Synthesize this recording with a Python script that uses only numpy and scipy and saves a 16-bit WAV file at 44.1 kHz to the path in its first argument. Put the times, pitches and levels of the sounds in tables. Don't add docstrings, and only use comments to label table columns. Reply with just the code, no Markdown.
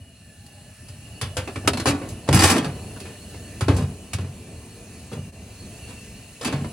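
import sys
import numpy as np
from scipy import signal
from scipy.io import wavfile
from scipy.ndimage import uniform_filter1d

SR = 44100
rng = np.random.default_rng(int(sys.argv[2]) if len(sys.argv) > 2 else 0)


def write(x):
    x = np.atleast_2d(x).T
    wavfile.write(sys.argv[1], SR, np.round(np.clip(x, -1, 1) * 32767).astype(np.int16))


N = 296352

# start in seconds, clank level in dB, boom level in dB,
# hardness (spectral tilt) in dB per octave, ring length as a factor, boom centre in Hz, favoured tone in Hz.
BLOW_EVENTS = [(0.463, -46.5, -47, 6, 0.86, 121, 4220), (0.885, -42, -35, 3.5, 0.74, 106, 4930),
               (1.213, -24, -20, 2, 1.13, 106, 3460), (1.368, -21.5, -21, 1.05, 1.07, 92.6, 523),
               (1.475, -28, -28.5, -2.5, 0.94, 372, 2600), (1.558, -26, -25.5, -2.5, 0.76, 102, 2340),
               (1.646, -32.5, -20.5, -4, 0.75, 105, 840), (1.675, -8.5, -19.5, 1, 0.62, 350, 371),
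               (1.733, -24, -21.5, -0.5, 0.79, 219, 4200), (1.772, -25.5, -29, 0.5, 0.76, 135, 4250),
               (1.798, -24.5, -25, 0.4, 0.86, 94, 4220), (1.857, -13.5, -19, -0.7, 0.66, 105, 1320),
               (1.904, -25.5, -36, 1, 0.85, 320, 2400), (2.016, -30.5, -58, -4, 2.1, 333, 2280),
               (2.088, -37.5, -53, 7, 2.5, 213, 6400), (2.289, -10.5, -18, -2.5, 0.35, 440, 845),
               (2.328, -11, -7.5, 1, 0.32, 86, 8720), (2.345, -17, -8.5, 12, 0.81, 170, 4950),
               (2.391, -14.5, -19, 3, 0.86, 86, 4720), (2.436, -13.5, -18, 5.5, 4.6, 89, 8170),
               (2.501, -16, -15, 5.5, 0.78, 268, 1020), (2.645, -24, -41, -2, 0.74, 385, 4600),
               (2.963, -37, -39, -3, 0.67, 107, 1470), (3.001, -36.5, -35, 3, 0.87, 396, 4500),
               (3.053, -40, -36, -1.5, 2.2, 108, 2480), (3.343, -36.5, -29.5, -4.5, 0.73, 104, 2120),
               (3.608, -23, -14, 0, 0.89, 107, 1350), (3.682, -11, -7, -3.5, 1.07, 101, 246),
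               (3.765, -32, -31, 4.5, 1.5, 88, 8500), (4.133, -24, -19, 3, 0.8, 101, 730),
               (4.185, -29, -24, -2.5, 0.65, 119, 2760), (4.245, -38, -43, -5, 0.77, 118, 2400),
               (5.116, -33, -25.5, -4.5, 1.25, 164, 446), (5.173, -41, -24, -6, .7, 138, 590),
               (6.412, -33, -38, 0.5, 0.54, 124, 1120), (6.447, -23, -20.5, 1.5, 1.65, 255, 2647),
               (6.525, -24.5, -18.5, -2, 1, 150, 4360), (6.645, -27, -30, -4, 0.66, 242, 1010)]


def blows(modes, tone_lift_db=12.5):
    out = np.zeros((2, N))
    for start_s, clank_db, boom_db, hardness_db_per_oct, length, boom_hz, tone_hz in BLOW_EVENTS:
        sheet_ring = clank(modes, hardness_db_per_oct, length, (tone_hz,), tone_lift_db)
        add(out, start_s, gain_of(clank_db) * sheet_ring)
        add(out, start_s, gain_of(boom_db) * boom(boom_hz, length=1))
    return out


# frequency in Hz, t60 in seconds.
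SHEET_FREE_T60 = [(300, 0.66), (1000, 0.69), (3000, 0.55), (7000, 0.16), (14000, 0.21)]


def sheet_modes(count=600, length_samples=12000):
    hz = 250 + 15800 * (np.arange(count) + rng.random(count)) / count
    t = np.arange(length_samples) / SR
    rate = 2j * np.pi * hz - np.log(1000) / read(SHEET_FREE_T60, hz)
    return hz, np.exp((rate[:, None] * t).astype(np.complex64))


# frequency in Hz, relative level in dB per mode.
CLANK_SPECTRUM = [(120, -29), (200, 6.5), (867, -2), (1100, -2), (1450, -5), (2610, -6), (4040, -9.5),
                  (4770, -10.5), (5230, -10), (9750, -11), (11500, -17), (12800, -35.5), (16000, -28.5)]
# centre in Hz, width in Hz, lift in dB.
SHEET_GROUPS = [(1160, 69, 0.5), (1760, 40, 1.5), (2590, 100, 4), (3370, 80, 0.5), (4300, 49, -0.5),
                (4720, 180, 5.5), (6040, 76, -3), (7900, 150, 2)]


def clank(modes, hardness_db_per_oct, length, tones_hz=(), tone_lift_db=0, scatter_db=2.5, crack=.6):
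    hz, rings = modes
    lift_db = sum(db * hump(hz, f, width) for f, width, db in SHEET_GROUPS)
    lift_db = lift_db + sum(tone_lift_db * hump(hz, f, 70 + 0.017 * f) for f in tones_hz)
    a, b, c, d, chance = rng.standard_normal((5, len(hz)))
    tilt_db = hardness_db_per_oct * np.log2(hz / 2000)
    size = gain_of(read(CLANK_SPECTRUM, hz) + lift_db + tilt_db + scatter_db * chance)
    strengths = size * ports(hz, a + 1j * b, c + 1j * d)
    sound = (strengths.astype(np.complex64) @ rings).real
    t = np.arange(sound.shape[1]) / SR
    damping = np.exp(-t / (0.044 * length ** 2))
    onset = (1 - np.exp(-t / 0.00078)) * (1 + crack * np.exp(-t / 0.0012))
    return sound * damping * onset / np.sqrt(np.sum(size ** 2))


# frequency in Hz, relative level in dB, t60 at length 1 in seconds.
RACK_MODES = [(73, -1.5, 0.29), (92.9, -2.5, 0.49), (116.8, -2, 0.28), (141.7, -4, 0.42),
              (181.2, -2.5, 0.28), (226.3, -3, 0.31), (252.8, -6, 0.43), (323, -20, 0.099),
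              (388.2, -4, 0.17), (428, -28, 0.27), (521.5, -13, 0.36), (632, -24, 0.16), (694, -10.5, 0.64)]


def boom(centre_hz, length, focus_db_per_oct=16.5, loose_turns=0.27, swing_s=.02):
    hz, db, t60_s = np.transpose(RACK_MODES)[:, :, None]
    db = db - focus_db_per_oct * abs(np.log2(hz / centre_hz))
    t = np.arange(22000) / SR
    turn = loose_turns * rng.random((len(RACK_MODES), 1))
    swings = np.cos(2 * np.pi * (hz * (t - swing_s) + turn))
    rings = gain_of(db - 60 * t / (t60_s * length)) * swings
    take_up = (1 - np.exp(-t * 160)) ** 2
    return rings.sum(0) * take_up / np.linalg.norm(gain_of(db))


# start in seconds, hold in seconds, scrape level in dB, rumble level in dB,
# scrape fade in dB per second, brightness before the fade from 0 to 1, rumble centre in Hz.
SLIDE_STROKES = [(1.856, 0.024, -20, -26.5, 172, 0.52, 200), (2.268, 0.033, -24.5, -18, 350, 0.13, 150),
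                 (2.326, 0.18, -16, -24.5, 183, 0.84, 160), (2.543, 0.029, -23.5, -28, 230, 0.78, 200),
                 (2.64, 0.015, -34.5, -29, 164, 0.07, 160), (3.69, 0.13, -35.5, -25, 218, 0.12, 117),
                 (4.191, 0.017, -43, -30.5, 175, 0.3, 126), (5.11, 0.0089, -42, -35.5, 161, 0.9, 145),
                 (5.87, .04, -44, -47.5, 248, 0.53, 126), (6.405, 0.017, -31.5, -47, 304, 0.77, 190),
                 (6.446, .015, -26, -28, 220, .5, 245), (6.52, 0.064, -38.5, -30.5, 200, 0, 153)]


def slides(modes, slips_per_s=800, uneven_db=5.5, stutter_db=3.0):
    rise_s, fade_span_db = 0.0088, 30.5
    dulling_per_db, rumble_fade_share = 0.14, 0.66
    booms_hz = [85, 150, 270]
    count = len(booms_hz)
    out = np.zeros((2, N))
    for start_s, hold_s, top_db, low_db, fade_db_per_s, shine, rumble_hz in SLIDE_STROKES:
        t = np.arange(0, rise_s + hold_s + fade_span_db / fade_db_per_s, 1 / SR)
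        faded_db = fade_db_per_s * np.maximum(t - rise_s - hold_s, 0)
        scrape_db, rumble_db = top_db - faded_db, low_db - rumble_fade_share * faded_db
        bright = np.clip(shine - dulling_per_db * faded_db, 0, 1)
        rise = np.minimum(t / rise_s, 1)
        depth = np.clip(np.log2(300 / rumble_hz) / np.log2(300 / 85), 0, 1)
        stutter = uniform_filter1d(rng.standard_normal(len(t)), 250)
        stutter = evened(uniform_filter1d(stutter, 250))
        for k, boom_hz in enumerate(booms_hz):
            sizes_db = uneven_db * np.minimum(rng.exponential(1, len(t)), 3) + stutter_db * stutter
            slips = gain_of(sizes_db) * (rng.random(len(t)) < slips_per_s / SR)
            slips = evened(slips * rng.choice([-1., 1.], len(t))) * rise / np.sqrt(count)
            tones_hz = rng.uniform([400, 1500, 4000], [1500, 4000, 9000])
            hard = clank(modes, 1.26, 0.55, tones_hz, 7.1)
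            soft = clank(modes, -3.65, 0.87, tones_hz, 2.9)
            for share, ring in (bright, hard), (1 - bright, soft):
                drive = slips * gain_of(scrape_db) * np.sqrt(share)
                scrape = signal.fftconvolve(drive[None], ring / np.linalg.norm(ring[0]), axes=1)
                add(out, start_s, scrape)
            ring = boom(boom_hz, 0.52, focus_db_per_oct=11.0)
            share = np.maximum(1 - abs(2 * depth - 2 + k), .05)
            drive = slips * gain_of(rumble_db) * np.sqrt(count * share)
            add(out, start_s, signal.fftconvolve(drive, ring / np.linalg.norm(ring)))
    return out


# time in seconds, roar in dB, hiss in dB.
BACKGROUND_LEVELS = [(0, -60, -56), (.4, -58.5, -52.5), (1.1, -53, -48.5), (1.7, -41.5, -46),
                     (2.2, -42.5, -47.5), (2.8, -40, -45), (3.2, -47, -46), (3.6, -44.5, -45.5),
                     (4.2, -46, -49.5), (5.0, -48, -47.5), (5.35, -46.5, -50), (5.75, -46.5, -45.5),
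                     (6.3, -51, -47.5), (6.72, -41, -46)]
# frequency in Hz, relative level in dB per Hz.
RUMBLE_AS_HEARD = [(15, -45.5), (25, -20), (40, -7), (92, 3.5), (146, -8), (178, -4), (239, -7.5),
                   (279, -13.5), (300, -23), (390, -48.5), (660, -120)]
ROAR_AS_HEARD = [(130, -11), (220, 3.5), (246, -4), (284, -3), (457, -6), (550, -11), (720, -10.5),
                 (884, -17.5), (1200, -19.5), (1560, -38), (2640, -120)]
HISS_AS_HEARD = [(530, -43), (900, -7), (1410, -3), (1790, -1.5), (2120, -3), (2660, 1), (3430, -3.5),
                 (4310, -3.5), (10000, 0.5), (11700, -6.5), (12400, -35), (14200, -12), (16000, -7.5)]
# mean centre in Hz, width in Hz,
# mean lift far from the door in dB, mean lift near it in dB.
WHISTLES = [(102, 31, 7.5, 2), (430, 50, -0.5, 2), (594, 26, 17, 3), (673, 26, 10.5, 4),
            (823, 29, 12.5, -2.5), (1754, 69, 13.5, 6.5), (1990, 64, 4, 5), (2415, 175, 2.5, 6.5),
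            (2698, 54, 9.5, 13.5), (2883, 54, 14.5, 5), (2940, 39, 6, 9), (4084, 79, 7.5, 9),
            (4345, 57, 15.5, 14.5), (6470, 140, -4, 5.5), (8540, 130, 3, 5.5), (10070, 150, 9.5, 6.5)]
# time in seconds, nearness from 0 to 1.
NEARNESS = [(.6, 0), (4.4, 1)]


def fan_and_wash(patchy_db=1.5, gusty_db=1.64, waver=0.0091, flutter=0.21):
    window, hop = 2048, 512
    frames, hz = N // hop + 5, np.fft.rfftfreq(window, 1 / SR)[:, None]
    t = np.arange(frames) * hop / SR
    s, *columns = np.transpose(BACKGROUND_LEVELS)
    roar_db, hiss_db = (np.interp(t, s, c) for c in columns)
    rumble_db = -42.5 + 0.53 * (roar_db + 48)
    near = np.interp(t, *np.transpose(NEARNESS))

    a, b, c, d, patches = rng.standard_normal((frames, len(hz), 5)).T
    patches = evened(uniform_filter1d(uniform_filter1d(patches, 16, 0), 7, 1))
    gusts = evened(uniform_filter1d(rng.standard_normal(frames), 5))
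    drift, swell = (evened(uniform_filter1d(rng.standard_normal((len(WHISTLES), frames)), 15))
                    for _ in range(2))

    lift_db = 0
    for k, (centre_hz, width_hz, far_db, near_db) in enumerate(WHISTLES):
        band_db = (far_db + near * (near_db - far_db)) * (1 + flutter * swell[k])
        lift_db = lift_db + band_db * hump(hz, centre_hz * (1 + waver * drift[k]), width_hz)

    power = 0
    for spectrum, db in ((RUMBLE_AS_HEARD, rumble_db + gusty_db * gusts),
                         (ROAR_AS_HEARD, roar_db + .5 * gusty_db * gusts),
                         (HISS_AS_HEARD, hiss_db)):
        colour = gain_of(read(spectrum, hz) + lift_db)
        colour = colour / np.sqrt(np.mean(np.sum(colour ** 2, 0)))
        power = power + (colour * gain_of(db)) ** 2

    def to_sound(z):
        return signal.istft(z, nperseg=window, noverlap=window - hop)[1]

    unit = np.std(to_sound((a + 1j * b) / np.sqrt(len(hz))))
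    z = ports(hz, a + 1j * b, c + 1j * d) * np.sqrt(power) * gain_of(patchy_db * patches) / unit
    return to_sound(z)[:, :N]


# frequency in Hz, left-right likeness from 0 to 1,
# phase by which the right leads in radians.
PORT_PAIR = [(60, 1.0, 0.0), (200, 0.99, 0.052), (350, 0.99, -0.051), (700, 0.85, 0.077),
             (1190, 0.6, -0.013), (1720, 0.93, 0.25), (2180, 1, -1.3), (2610, 0.71, -0.084),
             (3500, 0.14, -0.91), (3950, 0.74, 0.032), (5730, 0.36, 1.26), (7000, 0.88, 1.19),
             (9550, 0.73, 1.41), (12400, 0.24, 0.83), (14500, .5, 1.8)]


def ports(hz, left, other):
    f, same, lead_rad = np.transpose(PORT_PAIR)
    same = np.clip(read(np.c_[f, same], hz), 0, 1)
    lead_rad = read(np.c_[f, lead_rad], hz)
    right = same * left * np.exp(1j * lead_rad) + np.sqrt(1 - same ** 2) * other
    return np.array([left, right])


def gain_of(db):
    return 10 ** (np.asarray(db) / 20)


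def evened(x):
    return x / np.sqrt(np.mean(x ** 2) + 1e-20)


def read(points, hz):
    f, value = np.transpose(points)
    return np.interp(np.log(hz + 1), np.log(f + 1), value)


def hump(hz, centre_hz, width_hz):
    return 1 / (1 + (2 * (hz - centre_hz) / width_hz) ** 2)


def add(mix, start_s, sound):
    part = mix[:, round(start_s * SR):][:, :sound.shape[-1]]
    part += sound[..., :part.shape[1]]


def scene():
    modes = sheet_modes()
    return blows(modes) + slides(modes) + fan_and_wash()


# centre in seconds, width in seconds, depth in dB.
LEVEL_DIP = (5.315, .012, -9)


def record(dry, bass_edge_hz=48, overload=1.6, top_edge_hz=16100):
    dip_s, width_s, dip_db = LEVEL_DIP
    t = np.arange(N) / SR
    dipped = dry * gain_of(dip_db * np.exp(-((t - dip_s) / width_s) ** 2))
    thinned = signal.sosfilt(signal.butter(2, bass_edge_hz, "high", fs=SR, output="sos"), dipped)
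    soft = overload * np.tanh(thinned / overload)
    band_limit = signal.firwin(511, top_edge_hz, window=("kaiser", 9), fs=SR)
    return signal.oaconvolve(soft, band_limit[None], "same")


dry = scene()
out = record(dry)
write(out)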